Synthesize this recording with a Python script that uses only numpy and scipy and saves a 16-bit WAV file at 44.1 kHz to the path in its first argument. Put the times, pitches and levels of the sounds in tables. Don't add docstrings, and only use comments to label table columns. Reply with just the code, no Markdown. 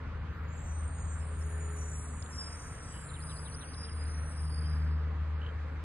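import sys
import numpy as np
from scipy import signal
from scipy.fft import rfft, irfft, next_fast_len
from scipy.io import wavfile

SR = 44100
rng = np.random.default_rng(int(sys.argv[2]) if len(sys.argv) > 2 else 0)


def generate_wav(signal):
    frames = np.transpose(np.atleast_2d(signal))
    scaled = np.clip(frames, -1, 1) * 32767
    pcm = np.round(scaled).astype(np.int16)
    wavfile.write(sys.argv[1], SR, pcm)


def voltage_ratio(decibels):
    exponent = np.asarray(decibels, float) / 20
    return 10 ** exponent


N = 257539

# [t/s, f/Hz]
FIRING_RATE = [
    (0, 78.24),
    (1.45, 79.1),
    (1.9, 77.48),
    (5.84, 76.94),
]
# [t/s, firing tone level/dB, octave level/dB]
EXHAUST_LEVELS = [(0, -41.5, -56), (.62, -40, -52), (.78, -36, -56.5), (.92, -38, -53.5), (1.4, -36, -52.5),
                  (1.8, -37, -49), (2.05, -41, -56.5), (2.5, -44, -60), (2.95, -58.5, -57),
                  (3.15, -42.5, -49), (3.8, -49, -54), (3.95, -36, -62), (4.2, -35, -50),
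                  (4.32, -42, -58.5), (4.45, -34.5, -46), (4.85, -30.5, -44), (5.65, -36, -60),
                  (5.84, -40.5, -54.5)]
# [t/s, rumble level/dB, clatter level/dB]
ROAR_LEVELS = [
    (0.0, -48, -53),
    (1.15, -49, -53.5),
    (1.48, -51.5, -53.5),
    (5.84, -51, -53),
]
# [f/Hz, level per Hz/dB]
RUMBLE_COLOUR = [(15, -51.5), (25, -10.5), (40, -3), (62, 3.5), (100, 1), (140, -5.5), (200, -11),
                 (300, -21), (420, -38)]
# [f/Hz, level per Hz/dB]
CLATTER_COLOUR = [(150, -26), (260, -2), (390, -10.5), (450, -4), (690, -10.5), (1200, -5), (1700, -8.5),
                  (2890, -21), (4500, -29), (6000, -34), (9000, -49), (14000, -47.5), (15000, -76.5)]
# [f/Hz, share kept when quiet, share kept while the brakes sing]
TREBLE_KEPT = [(4900, 1, 1), (5250, .7, .3), (6500, .8, .25), (6900, 1, .75), (9400, 1, .75),
               (10000, .9, 0), (11000, .8, 0), (11400, .1, 0), (12800, .2, 0), (13200, .8, 0)]
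# [t/s, length/s, f/Hz, peak level/dB]
LOW_MODES = [(.64, .21, 6060, -59), (1.06, 0.16, 6100, -65.5), (1.75, .2, 5930, -59.5),
             (1.9, 0.2, 5750, -62.5), (2.3, 0.16, 5770, -58.5), (2.33, 0.22, 5100, -48),
             (2.5, 0.38, 5060, -67.5), (2.49, 0.29, 5960, -59.5), (2.76, 0.16, 5775, -62),
             (2.82, 0.23, 5050, -63), (2.84, 0.17, 6027, -66), (3.2, 0.35, 5680, -69),
             (3.21, 0.29, 5020, -65), (3.24, 0.38, 4750, -70), (3.48, .3, 5813, -63),
             (3.65, .09, 4790, -62), (3.72, 0.26, 6130, -72.5), (3.73, 0.21, 5070, -52.5),
             (4.0, 0.46, 5790, -64.5), (3.93, .27, 4940, -62), (4.3, 0.27, 5070, -62),
             (4.46, 0.24, 4875, -56), (4.64, 0.13, 5020, -57), (4.63, .45, 4900, -67),
             (3.92, 0.43, 4150, -76), (4.55, .35, 5780, -75), (1.2, .05, 5200, -67), (1.4, .04, 5350, -66)]
# [t/s, length/s, f/Hz, peak level/dB]
MID_MODES = [(.44, 0.21, 7085, -73), (.46, 0.31, 6780, -64), (.68, 0.4, 6550, -72),
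             (.78, 0.25, 7200, -67.5), (.92, 0.29, 6770, -58), (1.3, .35, 6780, -64),
             (1.5, 0.61, 7020, -55.5), (2.09, .27, 6840, -57.5), (2.27, 0.235, 7118, -64),
             (2.52, 0.32, 7090, -62), (2.95, 0.29, 7330, -58.5), (.52, 0.24, 7580, -60),
             (1.0, 0.35, 7570, -62.5), (1.79, 0.41, 7706, -58), (2.15, 0.41, 7540, -62.5),
             (2.82, 0.26, 7800, -57.5), (3.21, 0.34, 7850, -63), (3.96, 0.17, 7430, -72),
             (4.19, .3, 8010, -68), (.55, .12, 8140, -76), (.92, 0.41, 8340, -62.5), (1.55, .28, 8530, -62),
             (1.72, 0.46, 8080, -64.5), (1.86, .15, 8484, -64), (2.93, 0.16, 8465, -61),
             (3.49, 0.34, 8400, -70), (3.89, .21, 8466, -71), (4.24, 0.22, 8495, -74),
             (4.05, 0.18, 6950, -75), (4.6, 0.42, 7850, -83)]
# [t/s, length/s, f/Hz, peak level/dB]
HIGH_MODES = [(0.505, 0.13, 8871, -74.5), (.62, .58, 8610, -60), (.8, .22, 8770, -61),
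              (1.251, .36, 8700, -61.5), (1.998, 0.51, 8740, -64), (2.299, .72, 8720, -58.5),
              (3.107, 0.34, 8725, -67), (4.15, 0.53, 8830, -69), (1.101, 0.34, 9240, -61),
              (1.379, 0.62, 9450, -63.5), (1.869, 0.32, 9480, -56), (2.09, 0.3, 9200, -65.5),
              (2.413, 0.36, 9530, -62.5), (2.757, 0.38, 9130, -63), (2.981, .78, 9200, -55),
              (3.149, .8, 9430, -59), (3.659, 0.67, 9210, -58), (3.784, 0.54, 9690, -65),
              (3.859, 0.73, 9520, -64), (4.169, 0.61, 9330, -58.5), (4.62, 0.33, 9560, -73),
              (1.5, 0.37, 9160, -63), (.55, 0.22, 9340, -84),
              (.74, .14, 9960, -69), (.89, .28, 10130, -72), (.63, .16, 10735, -74), (1.36, .32, 10420, -61),
             (1.63, .34, 10380, -62), (1.9, .3, 10310, -65), (2.2, .36, 10150, -63),
             (2.52, .36, 10400, -66), (2.84, .3, 10025, -61), (3.11, .55, 10085, -63),
             (3.6, .26, 10135, -69), (3.1, .33, 10620, -73), (4.17, .36, 10000, -72),
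             (4.38, .27, 10970, -70), (3.0, .1, 11450, -73), (3.55, .17, 11275, -72),
             (.48, .38, 12170, -74), (2.07, .17, 12290, -75), (2.48, .3, 12250, -75), (.3, .2, 14300, -81),
             (.47, .38, 14600, -88)]
# [t/s, level/dB]
RUB_LEVELS = [
    (.35, -110),
    (.6, -80),
    (1.5, -63.5),
    (3, -62.5),
    (4.2, -88),
    (4.8, -79),
    (5.0, -110),
]
# [t/s, length/s, f/Hz, peak level/dB]
GEAR_WHINES = [(1.25, .87, 420, -55), (3.45, .75, 447, -64), (4.55, .65, 446, -62), (5.25, .5, 446, -59),
               (1.5, .4, 1331, -61), (2.4, .6, 1331, -60), (1.75, .75, 245, -59), (3.0, .2, 128, -52),
               (4.55, .65, 229, -59), (1.45, .35, 1770, -65), (3.45, .35, 252, -60)]
# [t/s, peak level/dB, ring f/Hz, t60/s]
METAL_KNOCKS = [(2.226, -54, 2000, .004), (2.226, -37.5, 3500, 0.0058), (2.225, -32, 5330, 0.0056),
                (2.262, -40, 3500, 0.0068), (2.931, -56, 3010, 0.63), (2.962, -52.5, 2920, .08),
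                (4.642, -55.5, 3110, 0.18), (5.416, -44, 2970, 0.033), (5.43, -49, 3030, 0.067),
                (5.447, -51, 3000, 0.055), (5.463, -42.5, 3060, 0.049), (5.489, -48.5, 3150, 0.057)]
# [t after phrase start/s, length/s, start f/Hz, end f/Hz, level/dB]
BIRD_PHRASE = [
    (0, 0.013, 4520, 4050, -60.5),
    (0.022, 0.014, 4900, 5040, -54),
    (0.09, .024, 3800, 3640, -57),
    (.11, .017, 3400, 2700, -59),
]
# [t/s, level/dB]
PHRASE_TIMES = [
    (3.047, -0.5),
    (3.203, -0.5),
    (3.363, 0.5),
    (3.519, 0.5),
]
# [t/s, length/s, start f/Hz, end f/Hz, level/dB]
LONE_BIRD_NOTES = [
    (3.087, 0.024, 4260, 3650, -61),
    (3.732, .019, 5000, 3300, -57),
    (3.836, 0.019, 4800, 3380, -58),
    (3.88, 0.02, 3500, 2700, -61),
]
# [f/Hz, left-right likeness]
MIC_LIKENESS = [(60, 0.98), (200, 1), (500, 0.68), (1000, 0.79), (2000, 0.67), (4000, 0.11), (8000, 0.74)]
# [f/Hz, left over right level/dB]
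MIC_LEFT_LEVEL = [(60, 0), (110, 3), (190, 0), (340, 3), (600, 2.5), (1060, -0.5), (1870, -2.5), (3330, -2),
                  (5910, 0), (10500, 1)]
# [f/Hz, left lead/rad]
MIC_LEFT_LEAD = [(0, .1), (340, -.18), (760, -.95), (1050, -.5), (2500, -.42), (3400, -1.9), (4000, -5.5),
                 (4700, -4.0), (5150, -3.8), (5900, -2.5), (7300, -1.2), (8450, 0), (11500, 3),
                 (12200, 3.4), (14300, 6)]


def rms_one(x):
    return x / np.sqrt(np.mean(np.abs(x) ** 2) + 1e-20)


def in_time(rows):
    s, *columns = np.transpose(rows)
    return [np.interp(np.arange(N) / SR, s, column) for column in columns]


def at_hz(points, hz):
    table = np.array(points)
    return np.interp(np.log(hz + 1), np.log(table[:, 0] + 1), table[:, 1])


def drift(rate_hz, size=N):
    r = np.exp(-2 * np.pi * rate_hz / SR)
    run_in = SR // 4
    white = rng.standard_normal(size + run_in)
    return rms_one(signal.lfilter([1], [1, -2 * r, r * r], white)[run_in:])


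def flutter(width_hz, size):
    run_in = SR // 8
    white = rng.standard_normal(size + run_in) + 1j * rng.standard_normal(size + run_in)
    low_pass = signal.butter(3, width_hz, fs=SR, output="sos")
    return rms_one(signal.sosfilt(low_pass, white)[run_in:])


def noise_pair(spectrum, low_hz, octaves, patchy_db):
    out = 0
    edges = low_hz * 2 ** np.arange(0, octaves, .5)
    white = rng.standard_normal((2, 2, N))
    for k, (low, high) in enumerate(zip(edges, edges[1:])):
        band_pass = signal.butter(2, [low, high], "band", fs=SR, output="sos")
        band = signal.sosfilt(band_pass, white[k % 2])
        alike = np.clip(at_hz(MIC_LIKENESS, np.sqrt(low * high)), 0, 1)
        flicker = voltage_ratio(patchy_db * drift(8.3))
        out = out + flicker * band * np.sqrt([[1 + alike], [1 - alike]])
    hz = np.fft.rfftfreq(N, 1 / SR)
    coloured = irfft(rfft(out) * voltage_ratio(at_hz(spectrum, hz)), N)
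    return rms_one(coloured) / np.sqrt(2)


def tones(rows, fade_s, steady, spread, attack_s=1, release_s=1, edge_db=0):
    out = np.zeros(N)
    for start, length, hz0, hz1, db in rows:
        end = start + length
        first = max(int((start - fade_s) * SR), 0)
        last = min(int((end + fade_s) * SR), N)
        t = np.arange(first, last) / SR
        to_edge = np.minimum(t - start, end - t)
        swell = np.sin(np.pi / 2 * np.clip(to_edge / (2 * fade_s) + .5, 0, 1))
        squeeze = min(1, length / (attack_s + release_s))
        growth = np.minimum((t - start) / attack_s, (end - t) / release_s)
        below = np.clip(1 - growth / squeeze, 0, 1)
        waver = steady + flutter(spread * hz0, size=len(t))
        phase = 2 * np.pi * np.cumsum(hz0 + (hz1 - hz0) * (t - start) / length) / SR
        level = voltage_ratio(db - edge_db * below) * swell * np.sqrt(2 / (1 + steady ** 2))
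        out[first:last] += level * np.real(waver * np.exp(1j * phase))
    return out


def held(rows):
    return [(s, length, hz, hz, db) for s, length, hz, db in rows]


def creeping(rows, stopping_per_s):
    creep, creep_fade_s, stopping_s = .016, 2.1, 4.3
    out = []
    for s, length, hz, db in rows:
        rise = creep * np.exp(-s / creep_fade_s)
        rise += stopping_per_s * max(s + length - stopping_s, 0)
        out.append((s, length, hz * (1 - rise / 2), hz * (1 + rise / 2), db))
    return out


def exhaust():
    phase = 2 * np.pi * np.cumsum(in_time(FIRING_RATE)[0]) / SR + 0.097 * drift(6.6)
    first_db, octave_db = in_time(EXHAUST_LEVELS)
    first = voltage_ratio(first_db + 0.46 * drift(8.4)) * np.cos(phase)
    octave = voltage_ratio(octave_db + 1.8 * drift(27.0)) * np.cos(2 * phase + 0.92)
    return np.sqrt(2) * (first + octave)


def rumble():
    level_db = in_time(ROAR_LEVELS)[0]
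    return voltage_ratio(level_db + 5.5) * noise_pair(RUMBLE_COLOUR, 14.92, 5.6, patchy_db=0.83)


def clatter():
    level_db = in_time(ROAR_LEVELS)[1]
    return voltage_ratio(level_db + 2.5) * noise_pair(CLATTER_COLOUR, 158.4, 6.6, patchy_db=1.28)


def hushed(x):
    hz, t, cells = signal.stft(x, SR, nperseg=1024)
    table_hz, *shares = np.transpose(TREBLE_KEPT)
    braking = np.interp(t, [.3, .55, 4.75, 4.9], [0, 1, 1, 0])
    quiet, covered = (np.interp(hz, table_hz, share)[:, None] for share in shares)
    dice = rng.random((len(hz) // 8 + 1, len(t) // 4 + 1))
    dice = dice.repeat(8, axis=0).repeat(4, axis=1)[:len(hz), :len(t)]
    kept = dice < quiet + (covered - quiet) * braking
    return signal.istft(cells * kept, SR, nperseg=1024)[1][:, :N]


def brakes():
    low = tones(held(LOW_MODES), fade_s=.015, steady=1.4, spread=.01,
                attack_s=0.14, release_s=0.29, edge_db=10.5)
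    rows = creeping(MID_MODES, 0) + creeping(HIGH_MODES, stopping_per_s=0.025)
    high = tones(rows, fade_s=.03, steady=.9, spread=.011,
                 attack_s=0.12, release_s=0.18, edge_db=10.5)
    return voltage_ratio(3.5) * low + voltage_ratio(0.55) * high


def rub():
    band_pass = signal.butter(6, [6600, 10200], "band", fs=SR, output="sos")
    hiss = signal.sosfilt(band_pass, rng.standard_normal(N))
    return voltage_ratio(in_time(RUB_LEVELS)[0]) * rms_one(hiss)


def whines():
    return tones(held(GEAR_WHINES), fade_s=0.11, steady=5, spread=0.0088, edge_db=7.5)


def knocks():
    out = np.zeros(N)
    t = np.arange(SR // 8) / SR
    onset = 1 - np.exp(-t / 0.00033)
    for s, db, hz, t60 in METAL_KNOCKS:
        rough_phase = 2 * np.pi * hz * t + 1.07 * drift(250.0, size=len(t))
        ring = np.sin(rough_phase) * voltage_ratio(db - 60 * t / t60)
        first = int(s * SR)
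        out[first:first + len(t)] += ring * onset
    return out


def bird():
    sung = [(s + after, length, hz0, hz1, db + gain_db)
            for s, gain_db in PHRASE_TIMES
            for after, length, hz0, hz1, db in BIRD_PHRASE]
    notes = sung[2:] + LONE_BIRD_NOTES
    buzzes = [row for row in notes if row[1] > .021]
    whistles = [row for row in notes if row[1] <= .021]
    clean = tones(whistles, fade_s=.004, steady=2.5, spread=.03)
    return clean + tones(buzzes, fade_s=.006, steady=.3, spread=.07)


def scene():
    treble = clatter() + rub() * [[1], [0]]
    roar = rumble() + hushed(treble)
    common = roar[0] + exhaust() + brakes() + whines() + knocks() + bird()
    return np.array([common + roar[1], common - roar[1]])


def top_cut(x):
    return signal.sosfilt(signal.butter(12, 15000, fs=SR, output="sos"), x)


def record(dry):
    edge = SR // 20
    padded = np.pad(dry, ((0, 0), (edge, edge)), "reflect")
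    size = next_fast_len(N + 4 * edge)
    hz = np.fft.rfftfreq(size, 1 / SR)
    lead = np.interp(hz, *np.transpose(MIC_LEFT_LEAD))
    half = voltage_ratio(at_hz(MIC_LEFT_LEVEL, hz) / 2) * np.exp(.5j * lead)
    ports = irfft(rfft(padded, size) * [half, 1 / half], size)[:, edge:edge + N]
    return top_cut(ports)


dry = scene()
out = record(dry)
generate_wav(out)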